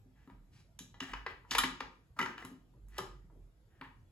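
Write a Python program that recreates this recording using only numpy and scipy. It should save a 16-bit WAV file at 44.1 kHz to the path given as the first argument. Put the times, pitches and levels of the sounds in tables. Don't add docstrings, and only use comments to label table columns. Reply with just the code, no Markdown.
import sys
import numpy as np
from scipy import signal
from scipy.fft import rfft, irfft, next_fast_len
from scipy.io import wavfile
from scipy.ndimage import uniform_filter1d

SR = 44100
rng = np.random.default_rng(int(sys.argv[2]) if len(sys.argv) > 2 else 0)


def to_wav(sig):
    pcm = np.clip(np.atleast_2d(sig), -1, 1) * 32767
    pcm = np.round(pcm).astype(np.int16)
    wavfile.write(sys.argv[1], SR, pcm.T)


N = 181251


def gain_of(db):
    return 10 ** (np.asarray(db) / 20)


def evened(x):
    return x / np.sqrt(np.mean(x ** 2) + 1e-20)


def read(points, hz):
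    point_hz, value = np.transpose(points)
    return np.interp(np.log(hz + 1), np.log(point_hz + 1), value)


def add(mix, start_s, sound):
    part = mix[round(start_s * SR):][:len(sound)]
    part += sound[:len(part)]


def colour(x, points):
    hz = abs(np.fft.fftfreq(4096, 1 / SR))
    log_gain = np.log(gain_of(read(points, hz)))
    spectrum = np.exp(np.conj(signal.hilbert(log_gain)))
    taps = np.fft.ifft(spectrum).real[:1024]
    return signal.oaconvolve(x, taps)[:len(x)]


# start in seconds, peak of the 700-2500 Hz band in dB, trims in dB of the
# lows (near 500 Hz), mids (3 kHz), highs (6.5 kHz) and top (12 kHz), ring over bare impacts in dB,
# favoured ring pitch in Hz.
KNOCKS = [(0.274, -56.5, -6.5, -8, -30, -20, 0, 1170), (0.298, -48, -12, -12, -47, -34, -6, 940),
          (0.789, -44, -11.5, 6.5, 11, -0.5, -4.5, 4170), (0.941, -50.5, -10, -1, -9, -57, 16, 866),
          (1.002, -31.5, -17, 2.5, -1.5, -20, 0, 3080), (1.133, -30.5, -21.5, -11.5, -25, -40.5, -8, 2990),
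          (1.262, -27.5, -16, -14.5, -37, -46, -16, 2000), (1.448, -53, -16, -20, -26, -36.5, 8, 972),
          (1.508, -31.5, -5, 22.5, 11, -5, -11, 1910), (1.513, -27, -36, -6.5, -7, -23, -5.5, 2990),
          (1.548, -22.5, -14.5, -5.5, -20, -26.5, -13.5, 1040), (1.571, -29.5, -26, -22, -7, -34, 0, 1046),
          (1.581, -18, -52.5, 5, -5.5, -5.5, 0.5, 1320), (1.634, -20.5, -18, -4, -19, -27.5, -9, 2210),
          (1.803, -27.5, -14, -8, -26, -37, -12, 1194), (2.188, -22, -26, -10.5, -24.5, -30, -9, 1390),
          (2.199, -24.5, -23, -12.5, -24, -30, 3, 2030), (2.211, -30.5, -9.5, -1.5, -7, -23.5, -2.5, 2990),
          (2.225, -29, -21.5, -13, -26.5, -29, -10, 1390), (2.258, -28, -21, -15, -24.5, -40, -20, 2040),
          (2.378, -35.5, -19.5, -7.5, -24.5, -32.5, -8, 2990), (2.423, -40, -6.5, -10, -16, -23, 5.5, 1937),
          (2.448, -41.5, -20.5, 0.5, -5.5, -3.5, 0, 1210), (2.736, -67.5, -6.5, -17, -22.5, -7.5, 5.5, 964),
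          (2.884, -67.5, -9.5, -3, 0.5, 5, -7.5, 1307), (2.98, -35, 0.5, 7, -0.5, -3.5, -5.5, 5260),
          (2.985, -29.5, -11.5, -29.5, -21, -32, -6, 1240), (3.299, -61.5, -9, -27, -29.5, -25.5, 5.5, 987),
          (3.811, -38.5, -20, -13.5, -48, -39, -7.5, 1050)]
CHATTER_S, BUILD_S = .0075, .003
LONGER_PER_DB = 0.0362


def knock(start_s, peak_db, low_db, mid_db, high_db, top_db, ring_db, favour_hz):
    t = np.arange(7000) / SR
    chatter_s = CHATTER_S * max(1 + LONGER_PER_DB * (peak_db + 30), .4)
    seating = np.exp(-(t / chatter_s) ** 4)
    rattle = .2 * np.exp(-t / 0.033)
    span = (seating + rattle) * np.minimum(t / BUILD_S, 1)
    outline = [(200, low_db - 14.0), (450, low_db + 10.0), (720, low_db), (920, -1.5),
               (1400, 0.0022), (2200, .15 * mid_db), (3000, mid_db), (4500, mid_db - 3.5),
               (6500, high_db + 3.5), (8500, top_db + 3), (11500, top_db + 6), (16000, top_db - 16.5)]
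    sound = colour(steel(chatter_of(span), ring_db, favour_hz), outline)
    level_band = signal.butter(2, [700, 2500], "band", fs=SR, output="sos")
    body = signal.sosfilt(level_band, sound)
    return start_s, gain_of(peak_db) * sound / abs(body).max()


def chatter_of(span):
    spectrum = rfft(grit(len(span), 14000, 2.2) * span)
    drive = irfft(spectrum / np.sqrt(abs(spectrum) + 1e-9), len(span))
    local_power = uniform_filter1d(drive ** 2, size=90).clip(1e-12)
    return drive * span / np.sqrt(local_power)


def grit(size, per_s, spread_db):
    hit_draw, sign_draw, strength_draw = rng.random((size, 3)).T
    hits = hit_draw < per_s / SR
    strength = gain_of(-spread_db * np.log(strength_draw + 0.003))
    return hits * np.sign(sign_draw - .5) * strength


# pitch in Hz, level before the contact point's bias in dB, t60 in seconds.
STEEL = [(850, -4, .035), (970, -2, .045), (1090, -3, .035), (1250, -2, .035), (1380, -3, .035),
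         (1710, -4, .03), (1850, -4, .03), (2000, -3, .035), (2400, -6, .025), (2990, -3, .06),
         (3230, -7, .03), (3470, -7, .025), (3780, -5, .03), (3950, -4, .05), (4430, -8, .025),
         (5200, -8, .025), (5620, -8, .025), (6280, -8, .025), (6830, -8, .03), (7300, -9, .025),
         (10500, -8, .025), (11100, -6, .025), (11800, -8, .02)]


def steel(drive, ring_db, favour_hz):
    t = np.arange(6000) / SR
    hz, mode_db, t60_s = np.transpose(STEEL)[:, :, None]
    reach, detune = rng.standard_normal((len(STEEL), 2)).T[:, :, None]
    near_db = -np.minimum(51.0 * abs(np.log2(hz / favour_hz)), 13.0)
    level_db = mode_db + near_db + 0.5 * reach - 60 * t / t60_s
    modes = gain_of(level_db) * np.sin(2 * np.pi * hz * (1 + 0.009 * detune) * t)
    ring = modes.sum(0)
    ring = ring / np.linalg.norm(ring)
    return drive + gain_of(ring_db) * signal.oaconvolve(drive, ring)[:len(drive)]


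# time of reaching top speed in seconds, rise, hold and fall
# in seconds, body level at the top in dB, treble over body in dB, low rub over body in dB, hiss pitch in Hz.
SCRAPES = [(0.166, 0.031, 0.082, 0.078, -76, -12, -10, 1940),
           (0.294, 0.028, 0.028, 0.042, -69, -23, -6.5, 1310),
           (0.535, .03, 0.067, 0.085, -72.5, -0.5, -10, 2630),
           (1.023, 0.014, 0.012, .06, -48.5, -10.5, -14, 1920),
           (1.072, 0.045, 0.053, 0.016, -55, -12.5, -18, 2030),
           (1.159, 0.022, 0.011, 0.13, -56, -30, -33.5, 1840),
           (1.289, 0.032, 0.018, 0.095, -57, -26, -5.5, 2220),
           (1.501, 0.041, 0.0065, .01, -66, -6, -1.5, 3050),
           (1.521, 0.018, 0.017, .02, -43.5, -1, -15, 2070),
           (1.601, 0.014, 0.014, 0.026, -39, -9.5, -18, 2010),
           (2.168, .008, 0.037, .02, -57, -18.5, -14, 1250),
           (2.27, 0.019, 0.026, 0.11, -54, -21, 0.5, 1710),
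           (2.389, 0.014, 0.037, 0.049, -56, -14, -10, 1700),
           (2.499, 0.044, 0.032, .1, -70, -13.5, 5.5, 1230),
           (2.752, 0.028, 0.025, 0.029, -82.5, -20.5, 14.5, 908),
           (2.973, 0.099, 0.0067, 0.012, -58, -9.5, -7.5, 1990),
           (3.039, 0.041, 0.044, .12, -66.5, -12, 1.5, 1498),
           (3.311, 0.029, 0.073, 0.11, -88, -30, 19, 903),
           (3.713, 0.039, 0.092, 0.037, -77.5, -22.5, -15, 1805),
           (3.84, 0.022, 0.01, 0.11, -60.5, -25, -6, 1900)]
STROKE_END_DB = -27.5


def scrape(top_s, rise_s, hold_s, fall_s, top_db, treble_db, rub_db, favour_hz):
    t = np.arange(-rise_s, hold_s + fall_s, 1 / SR)
    rub = steel(grit(len(t), 3500, 2.1), -12.5, favour_hz)
    body = evened(colour(rub, [(0.1 * favour_hz, -20), (0.51 * favour_hz, -5.5), (favour_hz, 0),
                               (1.5 * favour_hz, -5.5), (3.3 * favour_hz, -30)]))
    high = evened(colour(rub, [(2500, -26.5), (4000, 8.0), (7000, -4.5), (11500, -10.5), (15000, -33)]))
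    low = evened(colour(rub, [(150, -17.5), (300, 6.0), (700, -9), (1100, -33.5), (3000, -58.0)]))
    mix = body + gain_of(treble_db) * high + gain_of(rub_db) * low
    away_from_top = np.maximum(-t / rise_s, np.maximum(t - hold_s, 0) / fall_s)
    level = gain_of(top_db + STROKE_END_DB * away_from_top)
    return top_s - rise_s, level * signal.windows.tukey(len(t), .1) * mix


# start in seconds, peak in dB, favoured pitch in Hz.
THUMPS = [(0.058, -58.5, 251), (0.275, -51.5, 250), (0.319, -52, 182), (0.806, -46.5, 229),
          (1.015, -41, 260), (1.126, -47.5, 250), (1.262, -49, 414), (1.513, -43, 266), (1.586, -44.5, 277),
          (1.64, -35, 252), (1.809, -49, 267), (2.194, -37.5, 267), (2.203, -35.5, 263), (2.22, -36, 294),
          (2.444, -45, 269), (2.515, -45, 264), (2.754, -57.5, 116), (2.986, -44, 398), (2.998, -44, 174),
          (3.028, -49.5, 388), (3.239, -58, 175.4), (3.81, -50.5, 256)]
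# pitch in Hz, level before the favoured-pitch bias in dB, t60 in seconds.
STAND = [(118.5, 6.5, 0.21), (186.4, 2.5, 0.082), (235, -2, 0.051), (262.2, -2.5, 0.12), (372.6, 0.5, 0.13),
         (450, 0, 0.028), (495, -9, 0.014)]
SWING_UP_S = .005


def thump(start_s, peak_db, favour_hz):
    t = np.arange(12000) / SR
    hz, mode_db, t60_s = np.transpose(STAND)[:, :, None]
    near_db = -26.0 * abs(np.log2(hz / favour_hz))
    swing = 1 - np.exp(-t / SWING_UP_S)
    modes = gain_of(mode_db + near_db - 60 * t / t60_s) * np.sin(2 * np.pi * hz * t)
    jolts = 0.21 * grit(len(t), 120, 1.5) * np.exp(-t / 0.015)
    jolts[0] = 1
    sound = signal.oaconvolve(jolts, modes.sum(0) * swing)[:len(t)]
    return start_s, gain_of(peak_db) * sound / abs(sound).max()


# frequency in Hz, t60 in seconds.
ROOM = [(200, 0.77), (600, .36), (1400, 0.39), (3700, 0.38), (7000, 0.36), (12000, 0.21)]
ROOM_DB = -5


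def room(x):
    hz, t, z = signal.stft(rng.standard_normal((3, 2, SR // 2)), SR, nperseg=256)
    decay = gain_of(-60 * t / read(ROOM, hz)[:, None])
    tails = signal.istft(z * decay, SR, nperseg=256)[1]
    since_s = np.arange(tails.shape[-1]) / SR
    tails = tails * np.clip((since_s - .003) / 0.004, 0, 1)
    tails = tails / np.linalg.norm(tails, axis=-1, keepdims=True)
    turn = 2 * np.pi * 2.5 * np.arange(N) / SR
    echoes = np.zeros((2, N))
    for k in range(3):
        share = np.sqrt(2 / 3) * np.cos(turn + k * np.pi / 3)
        echoes += signal.fftconvolve((x * share)[None], tails[k], axes=1)[:, :N]
    return echoes


# frequency in Hz, relative density in dB per Hz.
RUMBLE = [(22, -18), (40, -3.5), (80, 0), (115, 3.5), (160, -4), (250, -13.5), (400, -19.5), (630, -22.5),
          (1000, -26.5), (2000, -33.5), (4000, -36.5), (8000, -40.5), (12500, -39.5), (13600, -60.5)]
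RUMBLE_DB = -64.5


def steady_noise():
    frames, hz = N // 512 + 5, np.fft.rfftfreq(2048, 1 / SR)
    a, b, c, d, patches = rng.standard_normal((frames, 1025, 5)).T
    patches = evened(uniform_filter1d(uniform_filter1d(patches, 6, 0), 6, 1))
    level_db = read(RUMBLE, hz)[:, None] + 3.3 * patches
    z = np.array([a + 1j * b, c + 1j * d]) * gain_of(level_db)
    noise = signal.istft(z, nperseg=2048, noverlap=1536)[1][:, :N]
    return gain_of(RUMBLE_DB) * evened(noise)


# time in seconds, level before lumps and smoothing in dB.
SWELL = [(0.0, -72), (0.22, -59), (0.29, -89), (0.33, -61.5), (1.1, -65), (1.14, -52), (1.34, -68.5),
         (1.42, -55.5), (1.46, -62), (1.73, -56), (1.77, -77.5), (1.85, -59.5), (2.04, -71), (3.16, -57.5),
         (3.69, -65.5), (3.72, -79.5), (3.9, -63), (4.11, -66.5)]
SWELL_HZ, SWELL_WIDTH_HZ = 46.7, 9.4
LUMPS_PER_S, LUMP_DB = 6.0, 5.0


def swelling_rumble():
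    t = np.arange(N) / SR
    drift = uniform_filter1d(uniform_filter1d(rng.standard_normal(N), size=3000), size=3000)
    wander_hz = evened(drift) * SWELL_WIDTH_HZ / 2
    low = np.sqrt(2) * np.sin(2 * np.pi * np.cumsum(SWELL_HZ + wander_hz) / SR)
    lump_filter = signal.butter(2, LUMPS_PER_S, fs=SR, output="sos")
    lumps = signal.sosfilt(lump_filter, rng.standard_normal(N))
    level_db = np.interp(t, *np.transpose(SWELL)) + LUMP_DB * evened(lumps)
    return uniform_filter1d(gain_of(level_db), size=900) * low


# frequency in Hz, phase lead of the left port in radians.
LEAD = [(0, 0), (2200, .8), (3000, 1.6), (4500, .9), (5600, 2.2), (7200, 0), (9100, -3.14), (11600, -6.28),
        (13600, -9.42), (15800, -12.57)]
# frequency in Hz, amplitude share common to both ports.
ALIKE = [(50, .95), (300, .85), (700, .5), (1300, .2), (6000, .2), (7200, .85), (9000, .95), (15000, .9)]
# frequency in Hz, left over right in dB.
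TILT = [(60, -3), (110, -1.5), (200, 1.5), (380, 1.5), (700, 1.5), (1290, 2), (2380, 2.5), (4400, 1),
        (8120, -0.5), (15000, -0.5)]


def ports(common, apart):
    size = next_fast_len(N + 4096)
    hz = np.fft.rfftfreq(size, 1 / SR)
    alike = np.clip(read(ALIKE, hz), 0, 1)
    direct, left, other = rfft(common, size), rfft(apart[0], size), rfft(apart[1], size)
    right = alike * left + np.sqrt(1 - alike ** 2) * other
    lead = np.interp(hz, *np.transpose(LEAD))
    side = np.exp(.5j * lead) * gain_of(read(TILT, hz) / 2)
    return irfft(np.array([(direct + left) * side, (direct + right) / side]), size)[:, :N]


def scene():
    rifle, stand = np.zeros(N), np.zeros(N)
    for row in KNOCKS:
        add(rifle, *knock(*row))
    for row in SCRAPES:
        add(rifle, *scrape(*row))
    for row in THUMPS:
        add(stand, *thump(*row))
    echoes = gain_of(ROOM_DB) * room(rifle + gain_of(-6.0) * stand)
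    return ports(rifle + stand + swelling_rumble(), echoes + steady_noise())


EDGE_HZ = 16300


def record(dry):
    bass_cut = signal.butter(2, 34.0, "high", fs=SR, output="sos")
    heard = signal.sosfilt(bass_cut, dry)
    band_limit = signal.firwin(511, EDGE_HZ, window=("kaiser", 9), fs=SR)
    return signal.oaconvolve(heard, band_limit[None], "same")


dry = scene()
out = record(dry)
to_wav(out)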